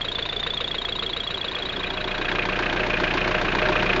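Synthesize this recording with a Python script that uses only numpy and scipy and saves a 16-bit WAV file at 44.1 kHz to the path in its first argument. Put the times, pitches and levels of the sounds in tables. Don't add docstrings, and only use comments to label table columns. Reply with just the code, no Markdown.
import sys
import numpy as np
from scipy import signal
from scipy.fft import rfft, irfft
from scipy.io import wavfile

SR = 44100
rng = np.random.default_rng(int(sys.argv[2]) if len(sys.argv) > 2 else 0)


def unload_audio(sound):
    columns = np.transpose(np.atleast_2d(sound))
    steps = np.round(np.clip(columns, -1, 1) * 32767)
    wavfile.write(sys.argv[1], SR, steps.astype(np.int16))


N = 176400
T = np.arange(N) / SR


def from_db(db):
    return 10 ** (np.asarray(db) / 20)


def curve(rows, at):
    return np.interp(at, *np.transpose(rows))


def drift(rate_hz):
    knots = rng.standard_normal(N // 8)
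    slow = np.interp(T * rate_hz, np.arange(len(knots)), knots)
    return slow / slow.std()


def colour(x, spectrum, body=()):
    size = 16384
    hz = np.maximum(np.arange(size // 2 + 1) * SR / size, 1)
    points = np.array(spectrum)
    db = np.interp(np.log(hz), np.log(points[:, 0]), points[:, 1])
    db -= 40 * np.log2(np.maximum(hz / points[-1, 0], 1))
    for centre, width, lift in body:
        db += lift / (1 + (2 * (hz - centre) / width) ** 2)
    cepstrum = irfft(np.log(from_db(db)))
    cepstrum[1:size // 2] *= 2
    cepstrum[size // 2 + 1:] = 0
    impulse = irfft(np.exp(rfft(cepstrum)))[:size // 2]
    return signal.fftconvolve(x, impulse)[:N]


def contacts(cycle_s, repeat_share, grain_db):
    size = int(cycle_s * SR)
    loop = irfft(np.exp(2j * np.pi * rng.random(size // 2 + 1)), size)
    repeating = np.sqrt(repeat_share) * np.resize(loop / loop.std(), N)
    fresh = np.sqrt(1 - repeat_share) * rng.standard_normal(N)
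    grains = (repeating + fresh) * from_db(grain_db * drift(900))
    return grains / grains.std() * np.sqrt(SR / 2)


def blows(times, levels_db, attack_s, hold_s, decay_s):
    force = np.zeros(N)
    for onset, db, decay in np.broadcast(times, levels_db, decay_s):
        first = max(int(onset * SR), 0)
        span = slice(first, first + SR // 10)
        age = T[span] - onset
        release = np.exp(-np.maximum(age - attack_s - hold_s, 0) / decay)
        force[span] += from_db(db) * np.clip(age / attack_s, 0, 1) * release
    return force


def hum(start, gap, tones):
    firing_count = (T - start) / gap + 0.0081 * drift(9.7)
    out = np.zeros(N)
    for multiple, db in tones:
        peak = np.sqrt(2) * from_db(db + 0.33 * drift(14))
        out += peak * np.sin(2 * np.pi * (multiple * firing_count + rng.random()))
    return out


def drone(start, gap, cycle, spectrum, body):
    throb_db, lag_s = 1.5, 0.0072
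    throb = from_db(throb_db * np.cos(2 * np.pi * 2 * (T - start - lag_s) / gap))
    return colour(throb * contacts(cycle, repeat_share=0.57, grain_db=1.0), spectrum, body)


def ringing(rings, start, cycle, firings, force_db):
    jitter_s, detune, scatter_db, attack_share, rough = 0.00017, 0.0093, .8, 0.27, 0.32
    out = np.zeros(N)
    for offset, length, from_hz, to_hz, level_db in rings:
        for due in np.arange(start + offset, T[-1], cycle):
            onset = due + jitter_s * rng.standard_normal()
            span = slice(max(int(onset * SR), 0), max(int((onset + length) * SR), 0))
            progress = np.clip((T[span] - onset) / length, 0, 1)
            hz = from_hz * (to_hz / from_hz) ** progress * (1 + detune * rng.standard_normal())
            shape = np.minimum(progress / attack_share, 1) * np.cos(np.pi / 2 * progress)
            db = level_db + scatter_db * rng.standard_normal() + force_db[np.argmin(abs(firings - onset))]
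            out[span] += from_db(db) * shape * np.sin(2 * np.pi * np.cumsum(hz) / SR)
    return out * (1 + rough * drift(700))


def clatter(firings, force_db, cycle, cylinders, knock_spectrum, body):
    # frequency in Hz, level in dB per Hz.
    rattle_spectrum = [(800, -75.5), (1600, -62), (2700, -57), (3300, -65.5), (5500, -89)]
    tick_spectrum = [(2000, -84.5), (3700, -71), (7000, -89.5), (12000, -101.5)]
    cylinder = np.arange(len(firings)) % len(cylinders)
    knock_db, knock_decay, rattle_db, tick_db = np.array(cylinders)[cylinder].T
    tick_db = tick_db + .8 * rng.standard_normal(len(firings))
    knock = blows(firings, knock_db + force_db, attack_s=0.00063, hold_s=0.0022, decay_s=knock_decay)
    rattle = blows(firings + 0.0032, rattle_db + force_db, attack_s=0.0037, hold_s=0.0048, decay_s=0.01)
    tick = blows(firings + 0.00064, tick_db, attack_s=0.0026, hold_s=0.004, decay_s=0.0083)
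    parts = (knock, knock_spectrum), (rattle, rattle_spectrum), (tick, tick_spectrum)
    return sum(colour(force * contacts(cycle, repeat_share=0.27, grain_db=1.8), spectrum, body)
               for force, spectrum in parts)


def idle(start, gap, cylinders, hard_times, rings, spectra, body, hum_tones):
    firings = np.arange(start, T[-1], gap)
    cycle = gap * len(cylinders)
    force_db = .8 * rng.standard_normal(len(firings))
    for time in hard_times:
        force_db[np.argmin(abs(firings - time))] += 2.5
    return (clatter(firings, force_db, cycle, cylinders, spectra["knock"], body)
            + ringing(rings, start, cycle, firings, force_db)
            + drone(start, gap, cycle, spectra["drone"], body)
            + hum(start, gap, hum_tones))


def clattering_idle():
    start_s, gap_s = .0174, .03428
    # knock in dB, knock decay in seconds, rattle in dB, tick in dB.
    cylinders = [(0.5, 0.01, 3, 0.5), (-0.5, 0.0073, 2.5, -2.5), (-3.5, .017, 3, -4), (3, .011, -9, 6)]
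    hard_times = [1.563, 1.838, 1.975, 2.282, 2.386, 2.625, 2.762, 2.934, 3.036, 3.173, 3.345, 3.757, 3.895]
    # start in the cycle and length in seconds, first and last Hz, level in dB.
    rings = [(0, 0.012, 312, 376, -21), (.001, .011, 1097, 1032, -18.5), (.035, .011, 947, 1900, -21),
             (.036, 0.027, 474, 491, -24), (.041, 0.013, 2658, 2380, -19), (0.07, .009, 1626, 1552, -22.5),
             (.086, .02, 380, 356, -23), (.105, .011, 1065, 820, -20.5), (.112, .026, 305, 430, -22.5)]
    # frequency in Hz, level in dB per Hz.
    spectra = dict( drone=[(70, -73), (180, -56), (240, -59), (340, -57), (850, -60.5), (2700, -68.5),
               (3800, -72.5), (5000, -84), (12000, -104)], knock=[(100, -71.5), (350, -65.5), (1600, -56),
               (2700, -63), (4200, -69.5), (6000, -84)])
    # centre in Hz, width in Hz, lift in dB.
    body = [(371, 35, 5.8), (615.3, 18, 13.7), (712, 18, 8.4), (1591, 220, 5.4), (2462, 56, 6.6)]
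    # multiple of the firing rate, rms level in dB.
    hum_tones = [(1, -33.5), (2, -41.5), (3, -42.5), (4, -39.5), (6.45, -39)]
    return idle(start_s, gap_s, cylinders, hard_times, rings, spectra, body, hum_tones)


def soft_idle(start_s, gap_s):
    cylinders = [(1.5, 0.0021, -18, -8), (1, 0.011, -5.5, -6.5), (-2.5, .0045, -15.5, -6.5),
                 (1.5, 0.0067, -18, -5)]
    hard_times = [.183, .463, .603, 1.022]
    rings = [(-.001, 0.0029, 950, 1290, -26), (.0015, .005, 1500, 2700, -27),
             (.0335, 0.0109, 816, 2030, -27.5), (.035, 0.038, 509, 428, -33),
             (.038, 0.0081, 2460, 3270, -29), (0.063, 0.07, 430, 348.4, -36),
             (0.0693, .007, 1244, 2400, -31.5), (0.107, 0.011, 1097, 855, -30)]
    spectra = dict( drone=[(70, -69), (140, -64.5), (260, -68.5), (600, -67), (850, -73.5), (3800, -76),
               (5000, -93.5), (12000, -110)], knock=[(100, -82), (950, -70.5), (1600, -68.5), (4200, -67.5),
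               (6000, -99)])
    body = [(379, 50, 6), (685, 32, 7)]
    hum_tones = [(1, -43), (2, -51), (3, -50), (5, -51.5)]
    return idle(start_s, gap_s, cylinders, hard_times, rings, spectra, body, hum_tones)


def chirps(times, glide, shift, partials, level_db, attack_s, hold_s, release_s, rough, wobble_hz):
    jitter_s, scatter_hz = 0.00027, 20.1
    times = times + jitter_s * rng.standard_normal(len(times))
    latest = np.maximum(np.searchsorted(times, T) - 1, 0)
    age = T - times[latest]
    offset_hz = curve(shift, times) + scatter_hz * rng.standard_normal(len(times))
    hz = curve(glide, age) + offset_hz[latest] + wobble_hz * drift(700)
    phase = 2 * np.pi * np.cumsum(hz) / SR
    slip = np.clip(age / attack_s, 0, 1) * np.clip(1 - (age - attack_s - hold_s) / release_s, 0, 1)
    tone = np.sin(phase) + sum(from_db(db) * np.sin(ratio * phase) for ratio, db in partials)
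    return from_db(level_db) * slip * (1 + rough * drift(600)) * tone


def pulley(start_s, gap_s):
    # age in seconds, pitch in Hz.
    low_glide = [(0, 3518), (.004, 3290), (.007, 3290), (.010, 3410)]
    high_glide = [(0, 3675), (.002, 3670), (.005, 3747), (.012, 3900)]
    # time in seconds, Hz added.
    low_shift = [(0.083, 18), (.155, 149), (0.499, 152.5), (0.573, 13.5)]
    high_shift = [(0.051, 22), (.249, -82), (.549, -67), (1.299, 69.5)]
    # ratio to the pitch, relative level in dB.
    low_partials = [(1.3, -21.5), (2, -39), (2.241, -26), (3.362, -37.5)]
    high_partials = [(1.871, -27), (3.079, -36.5)]
    # delay in seconds, gain in dB.
    echoes = [(.0075, -12), (0.0106, -16.5), (.019, -17.5)]
    slips = np.arange(start_s, T[-1], gap_s) + 0.0053
    low = chirps(slips[::2], low_glide, low_shift, low_partials, level_db=-19,
                 attack_s=0.0016, hold_s=0.0042, release_s=0.0051, rough=.05, wobble_hz=25)
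    high = chirps(slips[1::2] - .0006, high_glide, high_shift, high_partials, level_db=-25,
                  attack_s=0.00073, hold_s=0.0087, release_s=0.0036, rough=0.35, wobble_hz=69)
    direct = low + high
    return direct + sum(from_db(db) * np.roll(direct, int(lag * SR)) * (T > lag) for lag, db in echoes)


def scene():
    # time in seconds, gain in dB.
    fade_out = [(1.1, -0.18), (1.5, -1.5), (2.3, -7.5), (2.6, -19.5), (2.8, -56)]
    fade_in = [(1.0, -54), (1.3, -20.5), (1.6, -13), (2.3, -5.3), (2.65, -3), (3.7, -.5)]
    start_s, gap_s = .0085, .03496
    chirping = pulley(start_s, gap_s) + soft_idle(start_s, gap_s)
    return (from_db(curve(fade_out, T)) * chirping + from_db(curve(fade_in, T)) * clattering_idle())[None]


def record(dry):
    # frequency in Hz, gain in dB.
    response = [(7150, 0), (7900, -27), (10200, -23), (11200, -17)]
    cutoff_hz = 12382
    top_cut = signal.ellip(8, .2, 80, cutoff_hz, fs=SR, output="sos")
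    return signal.sosfilt(top_cut, colour(dry[0], response))[None]


dry = scene()
out = record(dry)
unload_audio(out)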